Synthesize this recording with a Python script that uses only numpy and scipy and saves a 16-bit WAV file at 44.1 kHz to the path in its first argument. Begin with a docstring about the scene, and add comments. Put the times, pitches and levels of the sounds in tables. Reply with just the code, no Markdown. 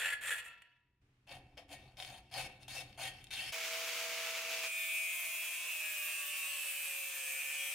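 """In a small workshop, close to the vice: a hacksaw finishes a steel rod, then starts on a second, shorter one.
Each stroke is a train of random tooth impacts that rings the modes of rod and vice; snags are single clicks.
An angle grinder takes over: motor tones and fan roar running free, then it bites into the steel, slows under
load and sings on multiples of its disc speed. Behind lie a low bench rumble, reverberation and still air."""
import sys
import numpy as np
from scipy import signal
from scipy.fft import rfft, irfft, next_fast_len
from scipy.io import wavfile
from scipy.ndimage import map_coordinates

SR = 44100
rng = np.random.default_rng(int(sys.argv[2]) if len(sys.argv) > 2 else 0)


def master(y):
    """Save y as 16-bit WAV."""
    cut = np.clip(np.atleast_2d(y).T, -1, 1)
    pcm = np.round(cut * 32767)  # scale
    wavfile.write(sys.argv[1], SR, pcm.astype(np.int16))


N = 341334

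# In spectra and resonances level_db is relative: the shaped sound is brought to rms 1 afterwards.
# saw, teeth snagging and the frame knocking: start_s, level_db [dB, peak of the click], treble_db [dB, relative]
SNAG_CLICKS = [(0.2109, -40, -6), (0.2374, -27, -12), (0.2954, -38, -21), (0.4409, -47.5, -12),
               (0.621, -36.5, -17), (1.274, -50.5, -23), (1.293, -38, -32), (1.3149, -36, -31),
               (1.5773, -37.5, -15), (1.6921, -44.5, -15), (1.729, -35, -7.5), (1.8971, -62, -42),
               (1.9704, -40, -17), (2.0009, -27.5, -34), (2.0243, -27, -21), (2.0484, -29.5, -16),
               (2.1001, -41, -9), (2.3004, -56, -12), (2.3184, -59, -17), (2.3401, -29.5, -14),
               (2.6319, -45, -9), (2.6833, -41, -1), (2.7018, -39, -10), (2.9287, -42, -32),
               (2.9786, -49, -9), (3.0078, -33, -31), (3.242, -40.5, -3), (3.2695, -41, -18),
               (3.3119, -33, -16), (3.3373, -31, -10)]
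# saw strokes on the long rod: start_s, level_s, release_s [s], start_db, level_db, release_db [dB],
# high_modes_db, treble_db [dB, relative]
LONG_ROD_STROKES = [(0, .075, .14, -36.5, -38, -43.5, -7, -9.5), (.21, .28, 0.34, -50, -39.5, -40, -10, -5),
                    (.36, .385, .41, -52, -50, -57, -5, -2), (.44, .455, .484, -67, -66.5, -71, -5.5, 7)]
# saw strokes on the short rod: the same columns, then vice_db, bench_db [dB, relative];
# release may come before the level point
SHORT_ROD_STROKES = [(1.268, 1.314, 1.37, -70, -53, -60, -2.5, -12.5, -4, -6.5),
                     (1.57, 1.581, 1.65, -61.5, -56.5, -81.5, -2, -15.5, -2.5, -17),
                     (1.682, 1.741, 1.732, -77, -45.5, -52, 0.5, -5.5, -2.5, -19),
                     (1.97, 2.002, 2.18, -66.5, -55.5, -64, 3.5, -6, -4.5, -9.5),
                     (2.312, 2.372, 2.465, -63, -44, -52, -2, -9, -6, -12.5),
                     (2.604, 2.644, 2.63, -74, -63, -68, -1, -5, -8, -6),
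                     (2.68, 2.74, 2.818, -58, -51, -54, 3.5, -3, -8, -16),
                     (2.975, 3.042, 3.08, -53.5, -43.5, -46, -2, -7.5, -10, -26),
                     (3.306, 3.405, 3.494, -51.5, -47, -51, 1.5, -7.5, -17, -35)]
# what lingers after a stroke, rows for low modes, high modes, treble: under_release_db [dB], slope [dB per s]
LONG_ROD_TAILS = [(-13, -72), (-9, -74), (-26.5, -140)]
# the same, rows for low modes, high modes, treble, vice: under_release_db [dB], slope [dB per s]
SHORT_ROD_TAILS = [(-8.5, -75), (-12.5, -68), (-15.5, -80), (-9, -83)]
# modes of the long rod: pitch_hz [Hz], width_hz [Hz], level_db [dB]
LONG_ROD_MODES = [(510, 18, -26), (755, 45, -15), (1390, 26, -2.5), (1706, 63, 6), (1866, 300, -1),
                  (2010, 92, 1), (2635, 88, -12.5), (2923, 46, -0.5), (3370, 57, -11), (4380, 38, -12.5)]
# treble modes of the long rod: pitch_hz [Hz], width_hz [Hz], level_db [dB]
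LONG_ROD_TREBLE = [(7100, 47, -6), (7580, 71, -2.5), (8460, 33, 2), (9350, 200, -5), (9780, 200, -8.5),
                   (9500, 36, -2.5)]
# modes of the short rod: pitch_hz [Hz], width_hz [Hz], level_db [dB]
SHORT_ROD_MODES = [(1514, 52, -17.5), (1854, 25, -1.5), (2231, 25, 1), (2672, 52, 4.5), (3150, 137, -6),
                   (3666, 157, -5), (4405, 180, -9), (5230, 360, -12)]
# treble modes of the short rod: pitch_hz [Hz], width_hz [Hz], level_db [dB]
SHORT_ROD_TREBLE = [(6366, 200, -5.5), (7000, 91, -2), (9300, 170, 13), (10710, 54, 14.5), (14500, 41, -10)]
# boom of the vice: pitch_hz [Hz], width_hz [Hz], level_db [dB]
VICE_MODES = [(749, 66, 19), (694, 47, -20), (787, 20, -21), (512, 30, 12.5)]
# saw frame ringing on: pitch_hz [Hz], level_db [dB, relative to the jolt], t60_s [s]
FRAME_MODES = [(716, -20, 1.3), (969, -20, 1.2), (1362, -3, .6), (1841, -6, .66), (2143, -16, .7),
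               (2638, -4, .8), (3278, -10, .45), (3623, -18, .8)]
# scrape between the resonances: pitch_hz [Hz], level_db [dB per Hz]
SCRAPE_SPECTRUM = [(250, -38.5), (500, -7), (1200, -9.5), (2500, 5), (4500, -11.5), (6500, -25.5)]
# fine tooth hiss: pitch_hz [Hz], level_db [dB per Hz]
HISS_SPECTRUM = [(4000, -41.5), (6000, -7), (9000, 2.5), (12000, -2), (15800, -16.5)]
# grinder disc speed: time_s [s], speed [turns per s]
DISC_SPEED = [(3.52, 176.9), (4.0, 178.4), (4.7, 177.5), (5.3, 174.6), (5.65, 172.2), (6.5, 157.7),
              (6.74, 152.1), (6.92, 151.0), (7.04, 147.6), (7.14, 144.2), (7.22, 142.4), (7.3, 142.7),
              (7.46, 146.9), (7.56, 148.8), (7.74, 149.3)]
# motor tones: multiple [of the motor speed], level_db [dB, relative]
MOTOR_TONES = [(1.0, 0), (2.0, -11), (10.0, -8)]
# fan roar: pitch_hz [Hz], level_db [dB per Hz]
FAN_SPECTRUM = [(88, -89), (150, -35), (354, -19.5), (421, -24), (474, -14.5), (610, -12.5), (647, -13),
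                (713, -13.5), (1010, -10), (1850, -6), (2300, 1.5), (3960, -7.5), (6450, -8.5), (8470, -14),
                (15800, -17)]
# grit tearing steel: pitch_hz [Hz], level_db [dB per Hz]
GRIT_SPECTRUM = [(400, -56.5), (800, -37), (1500, -30), (2500, -6), (3500, -7.5), (4300, -18), (5500, -14),
                 (8800, -3.5), (11700, -12.5), (14200, -8), (15800, -16)]
# high rings of the disc: pitch_hz [Hz], width_hz [Hz], level_db [dB]
DISC_SQUEAL = [(6840, 270, -16.5), (8300, 600, -13.5), (10800, 280, 2.5), (13200, 370, -4.5),
               (13840, 960, 3.5)]
# resonance of the pressed disc, picking out multiples of its speed: time_s [s], centre_hz [Hz],
# level_db [dB, all multiples together]
DISC_RESONANCE = [(4.2, 2680, -52), (4.6, 2660, -43), (4.72, 2460, -38), (5.0, 2460, -38), (5.3, 2500, -40),
                  (5.5, 2520, -41), (5.65, 2600, -41), (5.85, 2500, -39), (6.1, 2620, -39),
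                  (6.4, 2650, -43), (6.62, 2620, -40), (6.8, 2520, -41), (7.0, 2530, -43), (7.2, 2540, -45),
                  (7.4, 2430, -41), (7.74, 2460, -41)]
# single multiples that stand out for a while: multiple [of the disc speed], start_s, end_s [s], level_db [dB]
SINGLE_TONES = [(13, 4.68, 5.1, -47), (6, 5.1, 5.75, -66), (4, 5.1, 5.7, -68), (10, 5.75, 6.3, -57),
                (7, 5.95, 6.65, -59), (19, 4.7, 5.7, -56), (11, 5.95, 7.0, -62), (5, 6.3, 7.8, -71),
                (12, 6.8, 7.8, -59), (10, 7.3, 7.65, -63)]
# course of the low rumble: time_s [s], level_db [dB]
BENCH_LEVEL = [(0, -66.5), (.35, -72.5), (.7, -82.5), (1.0, -80.5), (1.02, -71), (1.25, -74), (1.4, -69),
               (3.51, -62), (3.54, -82), (4.65, -83), (4.75, -95), (6.33, -102), (6.45, -84), (7.74, -92)]
# low rumble: pitch_hz [Hz], level_db [dB per Hz]
RUMBLE_SPECTRUM = [(12, -37.5), (20, 0.5), (60, -1.5), (97, 5), (123, -1), (134, 5.5), (171, -21),
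                   (201, 2.5), (228, -4.5), (282, -8.5), (315, -14), (366, -4.5), (400, -10), (520, -22),
                   (880, -120)]
# bench resonances: pitch_hz [Hz], width_hz [Hz], level_db [dB]
BENCH_MODES = [(50.4, 36, -3), (71.4, 3.3, -9), (123.5, 4.6, 4.5), (198.6, 7.2, -3), (286.7, 13, -6.5)]
# reverberation of the shop: pitch_hz [Hz], t60_s [s]
SHOP_DECAY = [(200, 1), (1500, 0.53), (4000, 0.34), (10000, 0.16)]
# still air: pitch_hz [Hz], level_db [dB per Hz]
AIR_SPECTRUM = [(180, -33), (300, -30.5), (345, -24.5), (428, -13.5), (1280, -10.5), (2520, -9),
                (4400, -18.5), (12000, -30), (15600, -66.5), (22000, -120)]
# how far the two microphones hear the same: pitch_hz [Hz], likeness [0 to 1]
MICROPHONE_LIKENESS = [(60, 0.77), (180, 1.0), (550, 0.99), (1650, 0.96), (4970, 0.27), (15000, 0.43)]

FIRST_CUT_END_S, GRINDER_ON_S = 1.015, 3.522
LIFT_DB_PER_S = -480   # the teeth let go at this rate
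BREAK_S, BREAK_DB = 0.46, -54   # the rod gives way and jolts the frame
GEAR_RATIO = 3.7   # motor turns per disc turn
TOUCH_S, CLOSE_S = 4.45, .3   # the rim touches and closes on the rod
DROP_S, DROP_LENGTH_S = 4.67, .03   # fan roar and motor tones drop abruptly
FAN_DB, FAN_DROPPED_DB, MOTOR_DB, MOTOR_DROPPED_DB = -40.5, -48.5, -51.5, -60.5   # before and after the drop
MOTOR_FADE_DB, MOTOR_FADE_S = -4.5, 0.65   # the motor tones sink further from the drop on
RING_DB, GRIT_DB = -55, -44.5
SING_WIDTH_HZ, SING_PATCHY_DB = 300, 4
BENCH_LAG_S, BENCH_SWAY_S = 0.071, 0.053   # the bench rocks after a stroke's level point, for about this long
AIR_DB, CUTOFF_HZ = -82, 15800


def first_cut():
    """The saw on the long rod: tooth blows ring its modes; the frame rings on after the rod gives way."""
    blows = teeth(per_s=1500, spread_db=2.5, lumpy_db=1.0)
    body, top = snags(0, 1)
    low, high, treble = strokes(LONG_ROD_STROKES, LONG_ROD_TAILS)
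    drive = low * blows + from_db(3.0) * body
    upper = high * blows + from_db(-0.5) * body
    fine = treble * from_db(-4.5) * blows + from_db(7.0) * top
    out = sawn(drive, upper, LONG_ROD_MODES, 2300, SCRAPE_SPECTRUM, smooth_db=-7.5)
    out += sawn(fine, fine, LONG_ROD_TREBLE, 8000, HISS_SPECTRUM, smooth_db=-6.0)
    return (out + frame()) * (np.arange(N) < FIRST_CUT_END_S * SR)


def frame():
    """One jolt sets the modes of the saw frame ringing, each a decaying sine."""
    jolt = from_db(BREAK_DB) * (np.arange(N) == round(BREAK_S * SR))
    out = np.zeros(N)
    for hz, db, t60 in FRAME_MODES:
        r = from_db(-60 / (t60 * SR))   # decay per sample
        w = 2 * np.pi * hz / SR
        out += from_db(db) * signal.lfilter([0, np.sin(w)], [1, -2 * r * np.cos(w), r * r], jolt)
    return out


def second_cut():
    """The saw on the short rod: tooth blows ring its modes and the vice booms along."""
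    blows = teeth(per_s=1800, spread_db=1.0, lumpy_db=1.0) * (np.arange(N) < GRINDER_ON_S * SR)
    body, top = snags(1, 4)
    low, high, treble, vice = strokes(SHORT_ROD_STROKES, SHORT_ROD_TAILS)
    drive = low * blows + from_db(1.5) * body
    upper = high * blows + from_db(6.5) * body
    boom = vice * from_db(4) * blows
    fine = treble * from_db(-3.5) * blows + from_db(5.0) * top
    out = sawn(drive, upper, SHORT_ROD_MODES, 2950, SCRAPE_SPECTRUM, smooth_db=-10)
    out += np.std(boom) * resonances(boom, VICE_MODES, patchy_db=3.5)
    return out + sawn(fine, fine, SHORT_ROD_TREBLE, 8000, HISS_SPECTRUM, smooth_db=-3.5)


def teeth(per_s, spread_db, lumpy_db):
    """Tooth impacts at random moments, of uneven size and either sign, in lumps; rms 1."""
    sizes = from_db(spread_db * np.minimum(rng.exponential(1, N), 3)) * rng.choice([-1, 1], N)
    hits = rng.random(N) < per_s / SR
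    return rms_one(sizes * hits * from_db(lumpy_db * drift(40)))


def snags(low_s, high_s):
    """Click trains of the snags between two times: body and treble."""
    body, top = np.zeros((2, N))
    for s, db, treble_db in SNAG_CLICKS:
        if low_s < s < high_s:
            at = round(s * SR)
            body[at], top[at] = from_db(db), from_db(db + treble_db)
    return body, top


def strokes(rows, tails):
    """Gains of the layers: the teeth catch, move through the set levels and let go, leaving a fainter tail."""
    t, out = np.arange(N) / SR, np.zeros((len(tails), N))
    tail_db, tail_db_per_s = np.transpose(tails)[:, :, None]
    for start, level, release, start_db, level_db, release_db, *shares_db in rows:
        at = slice(round(start * SR), round((release + 1) * SR))
        after = np.maximum(t[at] - release, 0)
        push_db = np.interp(t[at], [start, level, release], [start_db, level_db, release_db])
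        layer_db = np.c_[[0, *shares_db][:len(tails)]]   # the low modes are the reference
        fall_db = np.maximum(LIFT_DB_PER_S * after, tail_db + tail_db_per_s * after)
        out[:, at] += from_db(push_db + layer_db + fall_db)
    return out


def sawn(low, high, peaks, split_hz, smooth, smooth_db):
    """The blows ring low and high modes in changing shares and leave a broad scrape between them."""
    low_peaks = [p for p in peaks if p[0] < split_hz]
    high_peaks = [p for p in peaks if p[0] >= split_hz]
    out = from_db(smooth_db) * np.std(low + high) * coloured(low + high, smooth)
    out += np.std(low) * resonances(low, low_peaks, patchy_db=2.5)
    return out + np.std(high) * resonances(high, high_peaks, patchy_db=3.0)


def grinder():
    """Fan roar, gear tones, the song of the cut and the grit tearing steel."""
    t, speed = np.arange(N) / SR, in_time(DISC_SPEED)[0]
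    turns = np.cumsum(speed) / SR
    bite = np.clip((t - TOUCH_S) / CLOSE_S, 0, 1) ** 2
    drop = np.clip((t - DROP_S) / DROP_LENGTH_S, 0, 1)
    sources = fan(bite, drop) + motor(turns, drop) + bite * cut(turns) + song(turns, speed)
    return sources * (t > GRINDER_ON_S)


def fan(bite, drop):
    """Fan roar: dense random impulses through a broad spectrum; dips slightly at the bite, then drops abruptly."""
    level_db = FAN_DB + (FAN_DROPPED_DB - FAN_DB) * drop - 2.6 * bite + 1.2 * drift(12.0)
    return from_db(level_db) * coloured(teeth(per_s=9000, spread_db=3.0, lumpy_db=0.03), FAN_SPECTRUM)


def motor(turns, drop):
    """Gear whine: sines on multiples of the motor speed, and the motor beating against the disc."""
    t = np.arange(N) / SR
    tones = sum(from_db(db + 1.2 * drift(10)) * np.sin(2 * np.pi * k * GEAR_RATIO * turns)
                for k, db in MOTOR_TONES)
    beat_db = -9.5 - 13 * drop + 0.76 * drift(4.5)
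    beat = from_db(beat_db) * np.sin(2 * np.pi * (GEAR_RATIO - 1) * turns)
    level_db = MOTOR_DB + (MOTOR_DROPPED_DB - MOTOR_DB) * drop
    level_db = level_db + MOTOR_FADE_DB * np.clip((t - DROP_S) / MOTOR_FADE_S, 0, 1)
    return from_db(level_db) * (tones + beat)


def cut(turns):
    """Rim roughness and random grains strike the steel, exciting rings, a tearing hiss and squeal."""
    grains = teeth(per_s=9000, spread_db=2.0, lumpy_db=.8)
    contact = rms_one(rim(turns, wear=.1, patchy_db=3.5) + from_db(-2) * grains)
    contact = contact * (1 + 0.033 * np.cos(2 * np.pi * turns))   # the disc runs out of true
    ring = resonances(contact, [(2630, 250, -6), (3314, 30, 0.0), (1790, 75, -9)], patchy_db=4.5)
    squeal = resonances(contact, DISC_SQUEAL, patchy_db=4.0)
    grit = coloured(contact, GRIT_SPECTRUM) + from_db(-11.5) * squeal
    return from_db(RING_DB) * ring + from_db(GRIT_DB) * grit


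def rim(turns, wear, patchy_db, count=256):
    """The roughness of the rim passes once a turn and wears into a new pattern, some grain sizes standing out."""
    rows = int(turns[-1]) + 3
    pattern = signal.lfilter([1], [1, wear - 1], rng.standard_normal((rows, count)), axis=0)
    where = np.meshgrid(np.arange(rows) / 45, np.arange(count // 2 + 1) / 4, indexing="ij")
    patches = map_coordinates(rng.standard_normal((40, 40)), where, order=1)   # by turn and grain size
    pattern = irfft(rfft(pattern) * from_db(patchy_db * patches))
    return rms_one(map_coordinates(pattern, [turns, turns % 1 * count], order=3, mode="grid-wrap"))


def song(turns, speed):
    """Multiples near the resonance sing steadily, farther ones come and go, single ones stand out for a while."""
    t, angle = np.arange(N) / SR, 2 * np.pi * turns + 0.015 * drift(30)
    centre_hz, level_db = in_time(DISC_RESONANCE)
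    out, power = 0, 0
    for k in range(12, 24):
        off = 2 * (k * speed - centre_hz) / SING_WIDTH_HZ   # distance in half widths
        near = 1 / (1 + off ** 2)
        gain = near * from_db(SING_PATCHY_DB * (1 - near) * drift(1.0))
        out = out + gain * np.sin(k * angle - 2 * np.arctan(off) + rng.uniform(0, 3.7))
        power = power + near ** 2
    out = out / np.sqrt(power) * from_db(level_db) * (t > DISC_RESONANCE[0][0])
    for k, start, end, db in SINGLE_TONES:
        fade = np.clip(np.minimum(t - start, end - t) / .08, 0, 1)
        out += fade * from_db(db + 2 * drift(5)) * np.sin(k * angle)
    uneven = 0.25 * np.clip(t - 5.8, 0, 1)   # late in the cut, from 5.8 s, alternate turns differ
    return out * (1 + uneven * np.cos(np.pi * turns))


def bench():
    """Low rumble of shaped noise and resonances, swelling as each push on the short rod rocks the bench."""
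    t, push = np.arange(N) / SR, rng.standard_normal(N)
    rocks = np.zeros(N)
    for row in SHORT_ROD_STROKES:
        level_s, level_db, bench_db = row[1], row[4], row[-1]
        sway = np.exp(-.5 * ((t - level_s - BENCH_LAG_S) / BENCH_SWAY_S) ** 2)
        rocks += from_db(level_db + bench_db) * sway
    level = from_db(in_time(BENCH_LEVEL)[0]) + rocks * (t < GRINDER_ON_S)
    ring = resonances(push, BENCH_MODES, patchy_db=4.5)
    return level * rms_one(coloured(push, RUMBLE_SPECTRUM) + from_db(2.0) * ring)


def shop(x):
    """Reverberation: noise that dies faster in the treble, its own in each channel towards the treble."""
    t, tail = np.arange(SR) / SR, 0
    for hz in 125 * 2. ** np.arange(7):
        band = signal.butter(2, [hz / np.sqrt(2), hz * np.sqrt(2)], "band", fs=SR, output="sos")
        mid, side = signal.sosfilt(band, rng.standard_normal((2, SR)))
        apart = min(hz / 2500, 1)   # long waves reach both microphones alike
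        decay = from_db(-60 * t / at_hz(SHOP_DECAY, hz))
        tail = tail + (mid + apart * side * np.array([[1], [-1]])) * decay
    tail = tail * np.minimum(t / 0.016, 1)   # builds up over 16 ms
    return signal.fftconvolve(x[None], tail / np.sqrt(np.sum(tail ** 2) / 2), axes=1)[:, :N]


def still_air():
    """Shaped noise, separate in each channel, 12 dB fainter during the first cut."""
    level_db = AIR_DB - 12 * (np.arange(N) < FIRST_CUT_END_S * SR)
    return from_db(level_db) * coloured(rng.standard_normal((2, N)), AIR_SPECTRUM)


def widened(x, step_hz):
    """Two microphones: a late phase-scrambled copy, opposite in each, parts them mostly in the treble."""
    size = next_fast_len(N)
    hz, knots = np.fft.rfftfreq(size, 1 / SR), np.arange(0, SR, step_hz)
    alike = np.clip(at_hz(MICROPHONE_LIKENESS, hz), 0, 1)
    phase = -np.cumsum(rng.uniform(0, 2 * np.pi, len(knots)))   # falling phase makes the copy late
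    turn = np.exp(1j * np.interp(hz, knots, phase))
    shared, parted = np.sqrt((1 + alike) / 2), np.sqrt((1 - alike) / 2) * turn
    return irfft(rfft(x, size) * (shared + parted * [[1], [-1]]), size)[:, :N]


def resonances(x, peaks, patchy_db):
    """Parallel (Hz, width, dB) resonances, signs alternating, each waxing and waning; rms 1."""
    out = 0
    for k, (hz, width, db) in enumerate(peaks):
        r = np.exp(-np.pi * width / SR)
        pole = [1, -2 * r * np.cos(2 * np.pi * hz / SR), r * r]
        gain = (-1) ** k * from_db(db + patchy_db * drift(8.4)) * (1 - r * r) / 2
        out = out + signal.lfilter([1, 0, -1], pole, gain * x + 1e-18)
    return rms_one(out)


def coloured(x, spectrum):
    """Shapes x by (Hz, dB) points; rms 1."""
    size = next_fast_len(N)
    gain = from_db(at_hz(spectrum, np.fft.rfftfreq(size, 1 / SR)))
    return rms_one(irfft(rfft(x, size) * gain, size)[..., :N])


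def drift(rate):
    """Random wander with spread 1, from 60 steps a second; a higher rate forgets sooner."""
    steps = rng.standard_normal(int(N / SR * 60) + 9)
    r = np.exp(-rate / 10)
    wander = rms_one(signal.lfilter([1], [1, -r], steps))
    return np.interp(np.arange(N) * 60 / SR, np.arange(len(steps)), wander)


def in_time(rows):
    """Columns of a curve table at every sample."""
    s, *columns = np.transpose(rows)
    return [np.interp(np.arange(N) / SR, s, c) for c in columns]


def at_hz(points, hz):
    """A spectrum read on a log-frequency axis."""
    point_hz, values = np.transpose(points)
    return np.interp(np.log(hz + 1), np.log(point_hz), values)


def from_db(db):
    """Decibels to amplitude."""
    return 10 ** (np.asarray(db) / 20)


def rms_one(x):
    """Scales x to rms 1."""
    return x / np.sqrt(np.mean(x ** 2) + 1e-20)


def scene():
    """All sources before the microphones and set in the shop; the second cut lies a little to the left."""
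    first, second, tool = first_cut(), second_cut(), grinder()
    close = widened(first, step_hz=149) + widened(tool, step_hz=25)
    close = close + widened(second, step_hz=154) * from_db([[1.6], [-1.6]])
    reverberation = from_db(-14.5) * shop(first + second) + from_db(-16) * shop(tool)
    return close + reverberation + bench() + still_air()


def record(dry):
    """The top is cut steeply."""
    return signal.sosfilt(signal.ellip(12, .5, 75, CUTOFF_HZ, fs=SR, output="sos"), dry)


dry = scene()
out = record(dry)
master(out)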